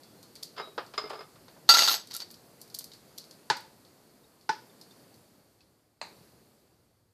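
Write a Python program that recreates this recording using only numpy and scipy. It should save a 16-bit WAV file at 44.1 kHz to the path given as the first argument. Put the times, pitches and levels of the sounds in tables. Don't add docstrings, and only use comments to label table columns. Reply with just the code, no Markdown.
import sys
import numpy as np
from scipy import signal
from scipy.fft import rfft, irfft, next_fast_len
from scipy.io import wavfile
from scipy.ndimage import uniform_filter1d, map_coordinates

SR = 44100
rng = np.random.default_rng(int(sys.argv[2]) if len(sys.argv) > 2 else 0)


def bounce(signal):
    frames = np.transpose(np.atleast_2d(signal))
    limited = np.clip(frames, -1, 1)
    pcm = np.round(limited * 32767).astype(np.int16)
    wavfile.write(sys.argv[1], SR, pcm)


N = 314433
EVENT_SAMPLES = 2 ** 14


def amp(db):
    return 10 ** (np.asarray(db) / 20)


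def unit(x):
    return x / np.sqrt(np.mean(x ** 2) + 1e-20)


def along(points, hz):
    point_hz, value = np.transpose(points)
    return np.interp(np.log(hz + 1), np.log(point_hz + 1), value)


def filtered(x, response):
    size = next_fast_len(x.shape[-1] + SR // 2)
    spectrum = rfft(x, size) * response(np.fft.rfftfreq(size, 1 / SR))
    return irfft(spectrum, size)[..., :x.shape[-1]]


def causal(db):
    cepstrum = irfft(np.log(amp(np.maximum(db, -90))))
    half = len(cepstrum) // 2
    cepstrum[1:half] *= 2
    cepstrum[half + 1:] = 0
    return np.exp(rfft(cepstrum))


def octaves(hz):
    return np.log2((hz + 100) / 2000)


# (frequency [Hz], t60 [s])
KITCHEN_DECAY = [(150, 0.27), (1000, 0.31), (5000, .35), (14000, 0.18)]


def echo():
    hz, t, bins = signal.stft(rng.standard_normal(EVENT_SAMPLES), SR, nperseg=256)
    decay = amp(-60 * t / along(KITCHEN_DECAY, hz)[:, None])
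    tail = signal.istft(bins * decay, SR, nperseg=256)[1][:EVENT_SAMPLES]
    u = np.arange(EVENT_SAMPLES) / SR
    onset = 1 - np.exp(-u / .002)
    near_surfaces = 1 + 1.1 * np.exp(-u / .018)
    tail = tail * onset * near_surfaces
    return tail / np.linalg.norm(tail)


def struck_ring(modes, ringing, attack_s, scatter_db):
    t = np.arange(EVENT_SAMPLES) / SR
    ring_db, ring_tilt_db, free_s, *favoured_hz = ringing
    hz, db, t60_s = np.transpose(modes)[..., None]
    start_db = db + ring_tilt_db * octaves(hz) + scatter_db * rng.standard_normal(hz.shape)
    for spot_hz in favoured_hz:
        start_db += 9 * np.exp(-(np.log(hz / spot_hz) / .1) ** 2)
    ring = np.sum(amp(start_db - 60 * t / t60_s) * np.sin(2 * np.pi * hz * t), axis=0)
    touch_db = -60 * np.maximum(t - free_s, 0) / .03
    return ring * amp(ring_db + touch_db) * (1 - np.exp(-t / attack_s)) ** 2


def strikes(contacts, tone, modes=None, attack_s=.001, scatter_db=3, ring_echo_db=-8):
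    out = np.zeros(N + 2 * EVENT_SAMPLES)
    t = np.arange(EVENT_SAMPLES) / SR
    for s, contact_db, tilt_db, echo_db, crack_t60_s, *ringing in contacts:
        chatter = amp(-60 * t / crack_t60_s) * (1 - np.exp(-t / .0004)) * rng.standard_normal(EVENT_SAMPLES)
        pair = filtered(np.array([t == 0, chatter]), lambda hz: causal(along(tone, hz) + tilt_db * octaves(hz)))
        click, crack = 4 * pair / np.linalg.norm(pair, axis=1)[:, None]
        ring = struck_ring(modes, ringing, attack_s, scatter_db) if modes else 0 * t
        room = signal.fftconvolve(click + amp(ring_echo_db) * ring, echo())
        direct = np.pad(.32 * click + crack + ring, (0, EVENT_SAMPLES - 1))
        wet = direct + amp(echo_db) * room
        out[round(s * SR):][:len(wet)] += amp(contact_db) * wet
    return out[:N]


def stroke_gain(strokes):
    catch_db_per_s, let_go_db_per_s = 1500, 700
    t = np.arange(N) / SR
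    gain = np.zeros(N)
    for start_s, end_s, first_db, last_db in strokes:
        db = np.interp(t, [start_s, end_s], [first_db, last_db])
        db -= catch_db_per_s * np.maximum(start_s - t, 0)
        db -= let_go_db_per_s * np.maximum(t - end_s, 0)
        gain += amp(db)
    return gain


def rubbing(strokes, modes, tone, grains_hz, ring_db, held_hz):
    jolts = (rng.random(N) < grains_hz / SR) * rng.standard_normal(N) * amp(1.8 * rng.standard_normal(N))
    jolts = unit(jolts) + .5 * rng.standard_normal(N)

    def resonances(hz):
        total = 0
        for k, (mode_hz, db, t60_s) in enumerate(modes):
            width_hz = np.log(1000) / np.pi / t60_s + held_hz
            resonator = 1j * hz * np.sqrt(width_hz) / (mode_hz ** 2 - hz ** 2 + 1j * hz * width_hz)
            total = total + (-1) ** k * amp(db) * resonator
        return total

    gain = stroke_gain(strokes)
    body = gain * unit(filtered(jolts, lambda hz: causal(along(tone, hz))))
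    ring = filtered(gain * jolts, resonances)
    return body + amp(ring_db) * ring * np.linalg.norm(body) / np.linalg.norm(ring)


# (time [s], level [dB], hold [s], sinking [dB/s])
HUSH_LEVEL = [(0, -57.5, 3.33, 4), (4.506, -58, .55, 14.5), (6.013, -58, 0.17, 16.5)]
# (frequency [Hz], relative density [dB])
HUSH_TONE = [(65, -34.5), (110, -6), (156, -2.5), (270, -4), (345, -4), (587, -8), (960, -14),
             (3000, -23.5), (3900, -21.5), (4500, -15.5), (5050, -20), (5600, -23), (14500, -23)]


def hush(patch_rms_db):
    bins = signal.stft(rng.standard_normal(N), nperseg=512)[2]
    field = uniform_filter1d(rng.standard_normal(bins.shape), size=6, axis=0)
    field = uniform_filter1d(field, size=12, axis=1)
    noise = signal.istft(bins * amp(patch_rms_db * unit(field)), nperseg=512)[1][:N]
    t, rows = np.arange(N) / SR, np.array(HUSH_LEVEL)
    current = np.maximum(np.searchsorted(rows[:, 0], t, "right") - 1, 0)
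    s, db, hold_s, sink_db_per_s = rows[current].T
    gain = amp(db - sink_db_per_s * np.maximum(t - s - hold_s, 0))
    return gain * unit(filtered(noise, lambda hz: amp(along(HUSH_TONE, hz))))


# (frequency [Hz], relative density [dB])
RUMBLE_TONE = [(12, -44.5), (20, -20), (45, -9), (98, 0), (116, 2.5), (136, -14), (300, -28), (390, -52.5),
               (660, -120)]


def rumble(db, lumps_db):
    lumps = map_coordinates(rng.standard_normal(int(N * 6 / SR) + 4), [np.arange(N) * 6 / SR])
    noise = filtered(rng.standard_normal(N), lambda hz: amp(along(RUMBLE_TONE, hz)))
    return amp(db + lumps_db * lumps) * unit(noise)


# (time [s], frequency [Hz], level before the swell factor [dB], t60 [s])
SINGS = [(0, 3430, -65, .9), (.15, 4200, -61, .6), (.612, 3850, -39.5, .28), (2.148, 1366, -36, .06),
         (2.218, 4500, -26, .05), (2.917, 3800, -46, .045), (4.24, 3780, -54, .04), (4.697, 3580, -54, .04),
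         (4.813, 5000, -47, .04), (4.908, 3600, -49, .045), (5.606, 2600, -55, .04)]


def singing():
    swell_share = .06
    t = np.arange(N) / SR
    out = np.zeros(N)
    for s, hz, db, t60_s in SINGS:
        u = np.maximum(t - s, 0)
        swell = 1 - np.exp(-u / (swell_share * t60_s))
        out += amp(db - 60 * u / t60_s) * swell * np.sin(2 * np.pi * hz * u)
    return out


# (time [s], level [dB], tilt [dB/octave])
BEAD_TICKS = [(0.0337, -43.5, -5), (0.2285, -40, 0), (0.3542, -37, 1), (0.3605, -38, -6),
              (0.4277, -32.5, -3.5), (0.4316, -23.5, 0.5), (0.864, -45, -3), (1.482, -41.5, -15),
              (2.0725, -37.5, -1), (2.1103, -30.5, -9), (2.14, -25, 2), (2.149, -23, 2.5), (2.165, -19, 6),
              (2.2026, -25.5, -8.5), (2.219, -35, -8.5), (2.3038, -40, -6), (2.312, -28, 12.5),
              (2.3418, -40.5, -3.5), (2.607, -49, 2), (2.615, -31, 4.5), (2.677, -46, 5), (2.7, -43, -0.5),
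              (2.7435, -32, 2), (2.7473, -23, 2), (2.788, -18, 10), (2.7922, -25.5, 4), (2.8083, -37.5, -8),
              (2.8422, -28.5, 4), (2.9173, -40, -7), (2.9352, -38, -4), (3.1787, -34, -3.5),
              (3.183, -27, 0), (3.241, -43, -1.5), (3.3105, -38.5, -2), (3.569, -31.5, -1),
              (3.6064, -39, 9), (3.85, -48, -9), (4.4107, -51.5, -3.5), (4.813, -39, -2),
              (4.9097, -49.5, -7), (5.1416, -49, 0), (5.606, -52, -11)]
# (frequency [Hz], relative density [dB])
BEAD_TONE = [(60, -90.5), (500, -40), (1200, -26.5), (2800, -18), (3800, -6), (4500, 4), (5300, -3.5),
             (7000, -8.5), (14500, -11)]


def beads():
    crack_t60_s, usual_db, usual_echo_db, echo_db_lost_per_db = .014, -35, -2, .25
    contacts = []
    for s, db, tilt_db in BEAD_TICKS:
        echo_db = usual_echo_db - echo_db_lost_per_db * (db - usual_db)
        contacts.append((s, db, tilt_db, echo_db, crack_t60_s))
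    return strikes(contacts, BEAD_TONE)


# (time [s], level [dB], tilt [dB/octave], relative ring [dB], ring tilt [dB/octave])
DISH_CONTACTS = [(.565, -36, 4, -34, -5), (.58, -25.5, -0.5, -11.5, -1.5), (.597, -22.5, -1, -13, -2.5),
                 (.672, -40.5, -9, -11.5, -8.5), (.779, -17, -1, -22, -5), (.938, -31, 3.5, -33, -5),
                 (.978, -20, 4, -4.5, 0), (1.02, -38, -6, -11, -7), (1.039, -32.5, -11, -3.5, -4),
                 (1.058, -38, -1, -5, -8.5), (1.097, -37, 16.5, -21, -9), (1.103, -22, -1.5, -25, -5),
                 (1.131, -27.5, 0, -22, -1), (1.154, -35.5, -8, -6, -5.5), (1.191, -40, -1, -4, -3),
                 (1.207, -33, 1, -11, -4.5), (1.357, -42, -1.5, -25, -3), (1.565, -42, -7, -31, -6)]
# (frequency [Hz], relative level [dB], t60 [s])
DISH_MODES = [(431, -8, .08), (640, -9, .06), (1190, -5, .07), (1281, -1, .07), (2116, -8, .08),
              (3564, -9, .04), (4100, -16, .03), (5028, 3, .06), (5075, -8, .2), (7040, -15, .06)]
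# (frequency [Hz], relative density [dB])
DISH_TONE = [(88, -33), (150, -37.5), (382, 1.5), (1090, 0.5), (1280, 1.5), (1630, -3), (2060, -10.5),
             (4220, -12), (4800, -10.5), (5980, -26), (12000, -48), (15600, -63), (22000, -120)]
# (start [s], end [s], first level [dB], last level [dB])
DISH_SLIDES = [(.58, .74, -41.5, -73), (.985, 1.235, -49.5, -56)]


def dish():
    echo_db, crack_t60_s, free_s = -2.5, .082, .042
    contacts = [(s, db, tilt_db, echo_db, crack_t60_s, ring_db, ring_tilt_db, free_s)
                for s, db, tilt_db, ring_db, ring_tilt_db in DISH_CONTACTS]
    bumps = strikes(contacts, DISH_TONE, DISH_MODES, attack_s=.00099, scatter_db=2)
    slides = rubbing(DISH_SLIDES, DISH_MODES[:6], DISH_TONE, grains_hz=1510, ring_db=-4.5, held_hz=25)
    return bumps + slides


# (time [s], level [dB], relative ring [dB], mode favoured by the spot [Hz], free ringing [s])
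LADLE_BLOWS = [(1.6906, 0, -10.5, 4570, 0.039), (1.7395, -10, -11.5, 3860, 0.019),
               (1.748, -10.5, -13, 1366, 0.016), (1.7706, -8.5, -22, 6611, .03),
               (1.7844, -11.5, -9, 1986, .012), (1.7911, -6.5, -29, 10125, 0.065),
               (1.8044, -16.5, -6.5, 2814, .02), (1.8214, -8.5, -26, 6332, .03),
               (1.8334, -14.5, -16, 4630, .04), (1.8764, -11.5, -17.5, 860, 0.022),
               (1.8829, -10, -13.5, 3860, .015), (1.896, -17.5, -22, 14205, 0.035),
               (1.9145, -15, -24.5, 11900, 0.055), (1.941, -22.5, -22, 8040, 0.077)]
# (frequency [Hz], relative level [dB], t60 when free [s])
LADLE_MODES = [(860, -13, .15), (1366, -3.5, .35), (1986, -13, .12), (2664, -18, .3), (2814, -15, .3),
               (3545, -15, .22), (3860, -6, .07), (4220, -6, .1), (4366, -6, .1), (4508, -11, .2),
               (4681, -6, .3), (5260, -12, .1), (6332, -13, .4), (6611, -11.5, .4), (7816, -19, .3),
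               (10125, -22, .3), (11300, -27, .2), (11900, -24, .4), (13200, -23, .3), (14205, -25, .3)]
# (frequency [Hz], relative density [dB])
LADLE_TONE = [(59, -82.5), (100, -48.5), (183, -26), (854, -8.5), (1010, -9), (2370, -14), (4520, 1),
              (10600, -24), (11800, -11), (12500, -22.5), (14500, -17.5)]
# (start [s], end [s], first level [dB], last level [dB])
LADLE_DRAGS = [(1.70, 1.95, -27, -30.5), (1.95, 2.06, -40.5, -63), (2.11, 2.168, -51.5, -43),
               (2.2, 2.226, -45, -45.5)]
# (time [s], pulse scale [dB], push [s])
COUNTER_THUMP = (1.691, -37.5, 0.0047)


def ladle():
    tilt_db, echo_db = -1.5, -4
    rattle_t60_s, hard_extra_t60_s, hard_db_lost_per_db = .014, .03, 3.2
    spot_tilt_db, spot_lean_db = -.2, 3
    contacts = []
    for s, db, ring_db, spot_hz, free_s in LADLE_BLOWS:
        hardness = np.minimum(amp(hard_db_lost_per_db * db), 1)
        crack_t60_s = rattle_t60_s + hard_extra_t60_s * hardness
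        ring_tilt_db = spot_tilt_db + spot_lean_db * (1 - hardness) * np.log2(spot_hz / 2000)
        contacts.append((s, db, tilt_db, echo_db, crack_t60_s, ring_db, ring_tilt_db, free_s, spot_hz))
    blows = strikes(contacts, LADLE_TONE, LADLE_MODES, attack_s=.001, scatter_db=.5, ring_echo_db=-13.5)
    thump_s, thump_db, push_s = COUNTER_THUMP
    u = np.maximum(np.arange(N) / SR - thump_s, 0) / push_s
    thump = amp(thump_db) * u * (2 - u) * np.exp(-u)
    drags = rubbing(LADLE_DRAGS, LADLE_MODES, LADLE_TONE, grains_hz=1200, ring_db=-12.5, held_hz=70)
    return blows + thump + drags


# (time [s], level [dB], tilt [dB/octave], relative ring [dB], bright band [Hz], band lift [dB])
PAN_BUMPS = [(3.5003, -10, 0.8, 2.5, 4600, 1.5), (4.4918, -17, -0.2, 6.5, 5300, 6)]
# (frequency [Hz], relative level [dB], t60 [s])
PAN_MODES = [(145, -26.5, 0.033), (411, -14, 0.037), (926, -7.5, 0.022), (885.3, 1, 0.047),
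             (975, -8, 0.066), (1500, -7.5, 0.041), (1736, -15, 0.071), (3567, -12, .025),
             (5025, -17, 0.026)]
# (frequency [Hz], relative density [dB])
PAN_TONE = [(100, -38), (250, -12), (600, -6.5), (900, -14), (1500, -1.5), (2300, -9), (3100, -13),
            (4600, -7.5), (5600, -14.5), (6200, -17), (9000, -28), (14500, -43.5)]


def pan():
    echo_db, crack_t60_s, ring_tilt_db, free_s = -3.5, .044, -1.96, .2
    hz = np.geomspace(100, 14500, 60)
    out = np.zeros(N)
    for s, db, tilt_db, ring_db, band_hz, lift_db in PAN_BUMPS:
        band = np.exp(-(np.log(hz / band_hz) / .14) ** 2)
        tone = np.c_[hz, along(PAN_TONE, hz) + lift_db * band]
        contact = (s, db, tilt_db, echo_db, crack_t60_s, ring_db, ring_tilt_db, free_s)
        out += strikes([contact], tone, PAN_MODES, attack_s=.004, scatter_db=.7, ring_echo_db=-5.5)
    return out


# (time [s], level [dB], tilt [dB/octave], echo [dB], crack t60 [s])
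CLACK_CONTACTS = [(6.0145, -23.5, -1.4, 0, 0.013)]
# (frequency [Hz], relative density [dB])
CLACK_TONE = [(150, -46), (600, -10.5), (950, -1.5), (1400, -14), (2000, -7.5), (2600, -9), (3250, -23),
              (4050, -3), (4750, -6.5), (5400, -26), (6500, -15), (9000, -21), (10000, -38), (14500, -43)]


def clack():
    return strikes(CLACK_CONTACTS, CLACK_TONE)


def scene():
    background = hush(patch_rms_db=.7) + rumble(db=-75, lumps_db=2.5) + singing()
    sound = background + beads() + dish() + ladle() + pan() + clack()
    return np.array([sound, sound])


def record(dry):
    headroom, roll_hz, top_hz = .6, 14450, 15994
    rounded = dry / (1 + np.abs(dry / headroom) ** 4) ** (1 / 4)
    return filtered(rounded, lambda hz: (hz < top_hz) / (1 + (hz / roll_hz) ** 80))


dry = scene()
out = record(dry)
bounce(out)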